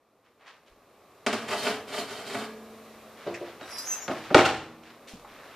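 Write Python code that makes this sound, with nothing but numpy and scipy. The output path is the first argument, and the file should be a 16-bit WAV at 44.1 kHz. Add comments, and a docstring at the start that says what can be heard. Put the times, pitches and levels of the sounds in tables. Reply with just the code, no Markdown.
"""A soft murmur and hiss swell up while a sleeve rustles, now and then, near the hand-held microphone.
A loaded steel baking tray knocks on an oven's wire shelf and is pushed home in scraping shoves; the shelf rings on.
The door is bumped and lifted on squealing hinges, and slams, rattling the cooker in a small kitchen.
Knocks and friction excite damped steel modes; squeals are sines on hinge resonances; the rest is shaped noise.
The background dips at the slam and recovers."""
import sys
import numpy as np
from scipy import signal
from scipy.fft import rfft, irfft
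from scipy.io import wavfile

SR = 44100
rng = np.random.default_rng(int(sys.argv[2]) if len(sys.argv) > 2 else 0)


def master(y):
    """Save y as 16-bit WAV."""
    cut = np.clip(np.atleast_2d(y).T, -1, 1)
    pcm = np.round(cut * 32767)  # scale
    wavfile.write(sys.argv[1], SR, pcm.astype(np.int16))


N = 245151
TIME = np.arange(N) / SR
SLAM_S = 4.345
# shoves that slide the tray along the shelf:
# (start [s], length [s], relative grinding level [dB], relative grit level [dB])
SHOVES = [(1.354, 0.16, -36.5, -54), (1.473, 0.061, -29, -40), (1.563, 0.065, -41.5, -35),
          (1.618, 0.066, -28, -32.5), (1.868, 0.036, -34, -46.5), (1.917, 0.08, -33, -35),
          (2.068, 0.13, -36.5, -43), (2.247, 0.16, -35, -40.5)]


def from_db(db):
    """Decibels to gain."""
    return np.exp(np.asarray(db) * (np.log(10) / 20))


def rms_one(x):
    """Scale to unit power."""
    return x / np.sqrt(np.mean(x ** 2) + 1e-20)


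def at_hz(points, hz):
    """Read a table along a log-frequency axis."""
    f, value = np.transpose(points)
    return np.interp(np.log(np.maximum(hz, 1)), np.log(f), value)


def drift(rate):
    """Random wander of unit power, through `rate` random points a second."""
    knots = rng.standard_normal(int(N / SR * rate) + 2)
    return rms_one(np.interp(TIME * rate, np.arange(len(knots)), knots))


def convolve(x, response):
    """Play x through an impulse response."""
    return signal.oaconvolve(x, response)[:len(x)]


def colour(x, spectrum, size=8192):
    """Causal (minimum-phase) filter with the given spectrum."""
    gain = from_db(at_hz(spectrum, np.fft.rfftfreq(size, 1 / SR)))
    cepstrum = irfft(np.log(gain))
    # fold the cepstrum forward in time
    cepstrum[1:size // 2] *= 2
    cepstrum[size // 2 + 1:] = 0
    return convolve(x, irfft(np.exp(rfft(cepstrum))))


def stroke(start_s, length_s, attack_s, release_s):
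    """Envelope of one movement: attack, hold, release."""
    t = np.maximum(TIME - start_s, 0)
    attack = 1 - np.exp(-t / attack_s)
    release = np.exp(-np.minimum(np.maximum(t - length_s, 0) / release_s, 30))
    return attack * release


def strokes(rows, attack_s, release_s):
    """Joint envelope of several movements (start [s], length [s], level [dB]); their powers add."""
    power = sum((from_db(db) * stroke(s, length, attack_s, release_s)) ** 2 for s, length, db in rows)
    return np.sqrt(power)


def rub(centre_hz, octaves, size=32768):
    """Looped grainy noise around one pitch; unit power."""
    hz = np.linspace(1, SR / 2, size // 2 + 1)
    # cubing makes the noise spiky
    grains = rfft(rng.standard_normal(size) ** 3)
    band = np.exp(-.5 * (np.log2(hz / centre_hz) / octaves) ** 2)
    return np.resize(rms_one(irfft(grains * band)), N)


def dying(t, t60):
    """Decay by 60 dB in t60 seconds."""
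    return np.exp(-np.log(1000) * t / t60)


def ringing(modes, t):
    """Damped sines of alternating sign."""
    return sum((-1) ** k * from_db(db) * dying(t, t60) * np.sin(2 * np.pi * hz * t)
               for k, (hz, db, t60) in enumerate(modes))


def partials(low_hz, high_hz, t60, length, count=90, size=12000):
    """The many thin overtones of steel, struck together; unit energy."""
    t = TIME[:size]
    hz = rng.uniform(low_hz, high_hz, (count, 1))
    phase = rng.uniform(0, 2 * np.pi, (count, 1))
    sines = np.sin((2 * np.pi * hz * t + phase).astype(np.float32))
    ring = sines.sum(axis=0) * dying(t, t60)
    return np.pad(ring / np.linalg.norm(ring), (0, length - size))


def scatter(decay_s, length, size=2048, count=4):
    """A short burst of reflections with a nearly even spectrum and unit energy."""
    fade = np.exp(-TIME[:size] / decay_s)
    burst = rng.standard_normal(size) * fade
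    # flatten the spectrum, then hold the tail down again
    for _ in range(count):
        flat = irfft(np.exp(1j * np.angle(rfft(burst))))
        burst = flat * np.minimum(1, 10 * fade)
    return np.pad(burst / np.linalg.norm(burst), (0, length - size))


def steel_body(modes, spectrum, ring, crack_db, crack_s, wash_db, modes_db, sheen_db, count=12):
    """Response to one tap: a crack, a wash of dense panel and room modes, thin overtones and a few clear modes."""
    # lean of the crack, wash and overtones against the clear modes: (frequency [Hz], gain [dB])
    wash_tilt = [(40, 4), (100, -0.5), (220, 5), (470, -4.5), (750, 0.5), (1400, 1), (3000, 2)]
    t = TIME[:SR]
    crack = scatter(crack_s, len(t)) * np.sqrt(crack_s * SR / 2)

    # each band of the wash dies at its own rate
    edges = np.geomspace(30, 16000, count + 1)
    white, wash = rng.standard_normal((2, len(t))), 0
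    for k, (low, high) in enumerate(zip(edges, edges[1:])):
        band_pass = signal.butter(2, [low, high], "band", fs=SR, output="sos")
        band = signal.sosfilt(band_pass, white[k % 2])
        wash = wash + band * dying(t, at_hz(ring, np.sqrt(low * high)))

    sheen = partials(1000, 13000, 0.23, len(t))
    dense = from_db(crack_db) * crack + from_db(wash_db) * wash + from_db(sheen_db) * sheen
    spectrum_norm = np.linalg.norm(colour(signal.unit_impulse(len(t)), spectrum))
    dense = colour(colour(dense, spectrum), wash_tilt) / spectrum_norm

    # keep the deep bass out of the clear modes
    bass_cut = signal.butter(2, 95, "high", fs=SR, output="sos")
    clear = signal.sosfilt(bass_cut, ringing(modes, t))
    return dense + from_db(modes_db) * clear


def knocks(rows, size=512):
    """Force pulses; a softer contact is a duller pulse."""
    force = np.zeros(N)
    for s, db, bright_hz in rows:
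        soften = signal.butter(2, min(bright_hz, SR / 2 - 1000), fs=SR, output="sos")
        at = round(s * SR)
        force[at:at + size] += from_db(db) * signal.sosfilt(soften, signal.unit_impulse(size))
    return force


def friction(per_s, spread_db, judder_db):
    """Tiny slips of uneven size and random sign, juddering in strength; unit power."""
    chance, size, sign = rng.random((3, N), dtype=np.float32)
    at, slips = np.flatnonzero(chance < per_s / SR), np.zeros(N)
    uneven = np.minimum(-np.log1p(-size[at]), 4)
    slip_db = spread_db * uneven + judder_db * drift(130)[at]
    slips[at] = np.sign(sign[at] - .5) * from_db(slip_db)
    return rms_one(slips)


def background(murmur_dip_share=0.73):
    """A low murmur and a soft hiss swell together, dip at the slam and recover."""
    # spectra of the two noises: (frequency [Hz], relative density [dB per Hz])
    murmur_colour = [(18, -36), (30, -20), (102, -9), (188, -9.5), (221, -4.5), (333, -4), (439, -1),
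                     (526, -2), (673, -3), (918, -9), (1190, -4.5), (1500, -18), (1950, -22), (3300, -120)]
    hiss_colour = [(760, -33.5), (1300, -4), (1600, -4.5), (2490, -3.5), (3040, -9.5), (3870, -8),
                   (4540, -11), (9050, -18.5), (13500, -17.5), (14200, -14.5)]
    murmur_db, hiss_db = -51, -56.5
    swell_depth_db, swell_s, murmur_swell_share = 20.5, 1.8, .85
    dip_depth_db, recover_db_per_s = 9, 7.5

    swell_db = -swell_depth_db * np.maximum(1 - TIME / swell_s, 0)
    dip_db = (TIME > SLAM_S) * np.maximum(dip_depth_db - recover_db_per_s * (TIME - SLAM_S), 0)
    murmur_level = from_db(murmur_db + murmur_swell_share * swell_db - murmur_dip_share * dip_db)
    murmur = murmur_level * rms_one(colour(rng.standard_normal(N), murmur_colour))
    hiss_level = from_db(hiss_db + swell_db - dip_db)
    hiss = hiss_level * rms_one(colour(rng.standard_normal(N), hiss_colour))
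    return murmur + hiss


def handling():
    """The sleeve rubs, as grainy noise, with each movement of the arm; the hand ticks and bumps."""
    # sleeve rubs: (start [s], length [s], level [dB], centre [Hz])
    rustles = [(0.238, .03, -66, 1380), (0.392, 0.1, -58, 1150), (0.455, 0.031, -48.5, 1410),
               (0.653, .03, -62.5, 1880), (3.16, 0.34, -52.5, 1500), (3.45, 0.022, -47, 1270),
               (3.594, 0.44, -46.5, 1180), (4.144, 0.28, -46, 1540), (4.821, 0.093, -54, 1570),
               (5.07, 0.025, -46.5, 2750), (5.268, .3, -52, 1260)]
    # small ticks and bumps of the hand: (start [s], level [dB], centre [Hz], width [octaves], fall [s])
    touches = [(.7, -61, 36.3, 0.68, 0.043), (3.34, -36.5, 2080, 0.31, 0.024),
               (3.34, -46.5, 5270, 0.41, 0.018), (5.072, -51, 3000, 0.89, 0.014),
               (5.125, -55, 30, 1.2, 0.12), (5.135, -41.5, 207, 0.49, 0.027),
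               (5.246, -44.5, 950, 0.53, .02)]
    rustle_octaves, rustle_attack_s, rustle_release_s = 1.025, 0.011, 0.054
    touch_rise_s = 0.0018

    sleeve = sum(from_db(db) * stroke(s, length, rustle_attack_s, rustle_release_s) * rub(hz, rustle_octaves)
                 for s, length, db, hz in rustles)
    hand = sum(from_db(db) * stroke(s, touch_rise_s, touch_rise_s, fall_s) * rub(hz, octaves)
               for s, db, hz, octaves, fall_s in touches)
    return sleeve + hand


def tray(overtones_db=1):
    """Knocks and sliding friction ring the same tray; grit hisses in the wires' overtones."""
    # knocks on the shelf: (time [s], strength [dB], contact brightness [Hz])
    tray_knocks = [(1.2638, -13.5, 9900), (1.328, -18.5, 11900), (1.336, -24, 14000), (1.646, -26.5, 9000),
                   (1.667, -16, 4960), (1.979, -25, 5900), (2.008, -32, 3000), (2.346, -20, 1850),
                   (2.416, -33, 1970)]
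    # clear modes of the tray: (frequency [Hz], relative level [dB], t60 [s])
    tray_modes = [(111, -43, 0.55), (182, -22.5, .3), (221.5, -18.5, 0.73), (272, -17, 0.7),
                  (342, -18.5, 0.21), (400.5, -13, 0.23), (430, -14.5, 0.9), (467, -22, 0.66),
                  (612.6, -6.5, 0.19), (681, -11, 0.32), (698, -15, 0.26), (752, -18.5, 0.59),
                  (824, -15, 0.32), (1130, -21, 0.21), (1185, -19, 0.19), (1205, -20, 0.34),
                  (1604, -20, 0.41), (2145, -15, 0.042), (2320, -20, 0.18), (2950, -20, 0.26)]
    # spectra of tray and grit: (frequency [Hz], relative density [dB per Hz])
    tray_colour = [(35, -54), (60, -50), (101, -16), (146, -30), (215, -9), (364, -8.5), (437, 3),
                   (536, -6), (615, -9), (886, -7), (1090, -6.5), (3040, -14), (11100, -32.5), (14000, -37)]
    grit_colour = [(1760, -40), (3000, 1.5), (3350, -5), (4450, -2.5), (5220, -7), (11100, -17),
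                   (14000, -25)]
    # decay of the tray's wash: (frequency [Hz], t60 [s])
    tray_ring = [(100, 1), (500, 0.36), (2000, 0.38), (6000, 0.37), (13000, 0.25)]
    # lean of the dry scrape against the clear modes: (frequency [Hz], gain [dB])
    grind_tilt = [(60, -15), (110, -4), (230, -7), (450, 0.5), (1000, 1), (4000, 0.5), (12000, -1)]
    attack_s, grind_release_s, grit_release_s = 0.011, 0.051, 0.049

    body = steel_body(tray_modes, tray_colour, tray_ring, crack_db=-8.0, crack_s=0.0086,
                      wash_db=-13.0, modes_db=-7, sheen_db=7.0)
    grinding = strokes([(s, length, db) for s, length, db, _ in SHOVES], attack_s, grind_release_s)
    gritting = strokes([(s, length, db) for s, length, _, db in SHOVES], attack_s, grit_release_s)

    slips = colour(grinding * friction(per_s=700, spread_db=2.0, judder_db=3.0), grind_tilt)
    grind = convolve(slips, body / np.linalg.norm(body))

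    specks = friction(per_s=3000, spread_db=2.5, judder_db=1.5)
    wires = partials(1500, 13500, 0.14, SR, count=110)
    specks = specks + from_db(overtones_db) * convolve(specks, wires)
    grit = gritting * rms_one(colour(specks, grit_colour))
    return convolve(knocks(tray_knocks), body) + from_db(-2) * grind + from_db(-4.5) * grit


def cavity(follow_db=-13, boom_db=-30, thud_db=-42, attack_s=.02, release_s=0.12):
    """The hollow oven rumbles along with each shove and booms as the door meets its stop and slams."""
    # rumble spectrum: (frequency [Hz], relative density [dB per Hz])
    cavity_colour = [(30, -36), (65, -19), (115, 1), (165, -4.5), (240, 1.5), (330, -4.5), (480, -2.5),
                     (770, -2.5), (1200, -7), (2500, -40)]
    thud_s = 4.09   # the door meets its hinge stop
    blows = [(s, length, db + follow_db) for s, length, db, _ in SHOVES]
    blows += [(thud_s, attack_s, thud_db), (SLAM_S, attack_s, boom_db)]
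    rumble = rms_one(colour(rng.standard_normal(N), cavity_colour))
    return strokes(blows, attack_s, release_s) * rumble


def shelf(release_s=2.36, build_s=0.034):
    """The loaded wire shelf's ring builds as the hand's grip eases, then dies away."""
    # modes of the shelf: (frequency [Hz], level [dB], t60 [s])
    shelf_modes = [(221, -43.5, 3.3), (442, -42, 1.55), (632, -56.5, 7.5), (720, -53, 0.82),
                   (1200, -56, 1.3), (1670, -48, 1.1)]
    t = TIME[:2 * SR]
    ring = (1 - np.exp(-t / build_s)) * ringing(shelf_modes, t)
    return np.interp(TIME - release_s, t, ring, left=0, right=0)


def door():
    """Bumps ring the hollow panel, blows the casing; shelves, pan supports and hinge arms chatter as loose parts."""
    # the lowered door is bumped and taken up; then door, hinge stops and latch knock:
    # (time [s], strength [dB], contact brightness [Hz])
    lift_bumps = [(3.2645, -21, 790), (3.2715, -16.5, 930), (3.303, -28.5, 503), (3.4105, -22, 564),
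                  (3.424, -24, 606)]
    door_knocks = [(3.611, -30.5, 2800), (4.0795, -22, 3500), (4.085, -24, 2000), (4.094, -15.5, 1000),
                   (4.113, -21.5, 1700), (4.121, -30, 1100), (4.304, -23.5, 1710), (4.309, -13, 770),
                   (4.345, -1, 3820), (4.347, 3.5, 1200), (4.3498, -17, 7040), (4.367, -15, 3000),
                   (4.3815, -21, 6050), (4.389, -8.5, 2500), (4.455, -19.5, 5000), (4.57, -34.5, 7000)]
    # clear modes of the hollow panel, then of cooker casing and door: (frequency [Hz], relative level [dB], t60 [s])
    panel_modes = [(116, -23.5, 0.45), (190, -20.5, 0.44), (285, -18, 0.11), (346.4, -4.5, 0.29),
                   (413, -8, 0.1), (450, -12, 0.14), (600, 2.5, 0.032), (645, -4.5, 0.12),
                   (970, -18.5, 0.28)]
    casing_modes = [(117, -28.5, 0.81), (161.4, -35, 1.27), (234, -31, 2.35), (273, -9.5, 0.19),
                    (301, -7, 0.29), (323, -26, 1.4), (348, -9.5, 0.25), (374, -14.5, 0.33),
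                    (391.6, -17, 0.26), (431, -11, 0.12), (543, -31, 0.33), (603, -8, 0.26),
                    (636, -7.5, 0.26), (685, -13, 0.34), (766, -9, 0.27), (828, -16.5, .22),
                    (976, -25, 0.18), (1102, -15, 0.32), (1202, -20, 0.22), (1485, -17, 0.14),
                    (1634, -22, 0.31), (1900, -20, 0.24), (1812, -24, 0.22), (2460, -22, 0.17),
                    (2994, -27, 0.081)]
    # their spectra: (frequency [Hz], relative density [dB per Hz])
    panel_colour = [(40, -38.5), (110, -11), (160, -26), (350, -1.5), (620, 3), (800, -8.5), (2200, -10.5),
                    (5000, -3.5), (14000, -19)]
    casing_colour = [(18, -54), (30, -40), (109, -11), (144, -12.5), (281, -7.5), (336, -2), (548, -1.5),
                     (608, -3.5), (674, -17), (766, -1), (941, -10.5), (1250, -7), (4070, -18), (7950, -21),
                     (14000, -35)]
    # decay of the wash in both: (frequency [Hz], t60 [s])
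    door_ring = [(60, 0.93), (200, 0.55), (700, 0.57), (2500, 0.51), (6000, 0.56), (13000, 0.26)]
    # loose parts chatter after a blow: (start [s], length [s], relative level [dB])
    chatters = [(4.09, 0.024, -65), (4.35, 0.039, -48), (4.44, 0.022, -49.5)]
    chatter_attack_s, chatter_release_s = 0.0056, 0.043

    panel = steel_body(panel_modes, panel_colour, door_ring, crack_db=-3.5, crack_s=0.0068,
                       wash_db=-9.5, modes_db=-6, sheen_db=6)
    casing = steel_body(casing_modes, casing_colour, door_ring, crack_db=-1.5, crack_s=0.0041,
                        wash_db=-19, modes_db=-9.5, sheen_db=5.0)
    rattle = friction(per_s=600, spread_db=2, judder_db=3)
    chatter = strokes(chatters, chatter_attack_s, chatter_release_s) * rattle
    chatter = colour(chatter, [(200, -10), (900, 3.5), (3000, 9.5), (10000, -7)])   # (Hz, dB)
    return convolve(knocks(lift_bumps), panel) + convolve(knocks(door_knocks) + chatter, casing)


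def hinge(rasp_octave_db=-9, unevenness=0.0598, tone_db=-1, scuff_db=2, room_db=-11):
    """Dry stick-slip rises in pitch as the door swings, then falls at its stop; squeals join it."""
    # friction while the door swings: (time [s], relative level [dB])
    rasp = [(3.62, -65), (3.692, -57), (3.706, -52), (3.768, -54), (3.788, -42), (3.816, -47.5),
            (3.918, -50.5), (4.148, -62), (4.27, -67)]
    # scuff spectrum: (frequency [Hz], relative density [dB per Hz])
    hinge_colour = [(1500, -26), (3500, -11), (4800, 6.5), (6200, -2.5), (7700, -7), (9000, -16),
                    (10800, -5), (12600, -10.5), (14000, -18)]
    swing_s, slip_at_swing_hz, slip_rise_hz_per_s = 3.7, 5040, 5500
    stop_s, slip_fall_hz_per_s = 4.04, 17000   # the door slows at its stop

    rasp_db = np.interp(TIME, *np.transpose(rasp))
    swinging = (TIME > rasp[0][0]) & (TIME < rasp[-1][0])
    slip_hz = slip_at_swing_hz + slip_rise_hz_per_s * (np.minimum(TIME, stop_s) - swing_s)
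    slip_hz = slip_hz - slip_fall_hz_per_s * np.maximum(TIME - stop_s, 0)
    phase = 2 * np.pi * np.cumsum(slip_hz * (1 + unevenness * drift(900))) / SR
    tone = np.sin(phase) + from_db(rasp_octave_db) * np.sin(2 * phase)

    # loose slips set the hinge arm's overtones ringing
    loose_slips = friction(per_s=2200, spread_db=7.0, judder_db=3.0)
    scuff = convolve(loose_slips, partials(3500, 13300, 0.12, SR, count=36))
    scuff = rms_one(colour(scuff, hinge_colour))
    dry_rasp = swinging * from_db(rasp_db) * (from_db(tone_db) * tone + from_db(scuff_db) * scuff)
    out = dry_rasp + squeals()
    # the small kitchen throws the squeal back
    return out + from_db(room_db) * convolve(out, scatter(0.03, SR))


def squeals(waver_hz=18, octave_db=-15, flutter_db=2.0):
    """Each squeal creeps up in pitch and sounds the steel resonances that it passes."""
    # squeals: (loudest time [s], pitch then [Hz], relative level [dB], swell [s], fade [s])
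    squeal_rows = [(3.64, 3840, -51, 0.019, .03), (3.745, 5410, -45.5, 0.022, .1),
                   (3.76, 4800, -50, .043, 0.081), (3.795, 4089, -50, .011, .018),
                   (3.8, 7130, -50, .008, 0.014), (3.86, 5300, -40, .02, 0.035),
                   (3.895, 6600, -40, .03, .03), (3.917, 6110, -34, 0.035, 0.021),
                   (3.94, 7830, -52, .022, .02), (3.94, 2685, -49, 0.019, .02),
                   (3.97, 6270, -43.5, 0.018, 0.03), (4.035, 5690, -51, 0.016, .025),
                   (4.04, 6730, -48, .03, 0.04)]
    # steel resonances of the hinges: (frequency [Hz], relative level [dB])
    hinge_modes = [(2685, 1), (3840, 0), (4089, 3.5), (4830, 3), (5056, 16), (5330, -4), (5430, 2.5),
                   (5690, 3.5), (6130, 1), (6268, 0.5), (6645, 1), (6730, 0), (7100, -4), (7830, 1)]
    rise_hz_per_s, lock_hz = 770, 55   # lock_hz: how near a pitch must come to sound a resonance

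    near = slice(round(3.4 * SR), round(4.5 * SR))
    t, out = TIME[near], np.zeros(N)
    pitches = [hz + rise_hz_per_s * (t - s) for s, hz, *_ in squeal_rows]
    levels = []
    for s, _, db, swell_s, fade_s in squeal_rows:
        swell = np.exp(-.5 * ((t - s) / swell_s) ** 2)
        fade = np.exp(-np.abs(t - s) / fade_s)
        levels.append(from_db(db) * np.where(t < s, swell, fade))

    for hz, db in hinge_modes:
        drive = sum(level * np.exp(-.5 * ((pitch - hz) / lock_hz) ** 2)
                    for pitch, level in zip(pitches, levels))
        phase = 2 * np.pi * np.cumsum(hz + waver_hz * drift(200)[near]) / SR
        tone = np.sin(phase) + from_db(octave_db) * np.sin(2 * phase)
        flutter = from_db(db + flutter_db * drift(70)[near])
        out[near] += np.sqrt(2) * flutter * drive * tone
    return out


def spread(mid, size=4096):
    """Near reflections reach the two ports differently: the bass is central, the treble wide."""
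    # side against mid: (frequency [Hz], gain [dB])
    width = [(600, -82), (1200, -47), (2360, -14), (4350, -6), (8000, 0), (12000, 5.5)]
    side = colour(convolve(mid, scatter(0.01, size, size=size)), width)
    return np.array([mid + side, mid - side])


def scene():
    """Everything happens straight in front of the microphone."""
    return spread(background() + handling() + tray() + cavity() + shelf() + door() + hinge())


def record(dry):
    """Peaks such as the slam overload the input softly; the top of the band is cut."""
    ceiling, cutoff_hz = 1.08, 14100
    clipped = dry / (1 + (dry / ceiling) ** 4) ** .25
    low_pass = signal.cheby1(12, .2, cutoff_hz, fs=SR, output="sos")
    return signal.sosfilt(low_pass, clipped)


dry = scene()
out = record(dry)
master(out)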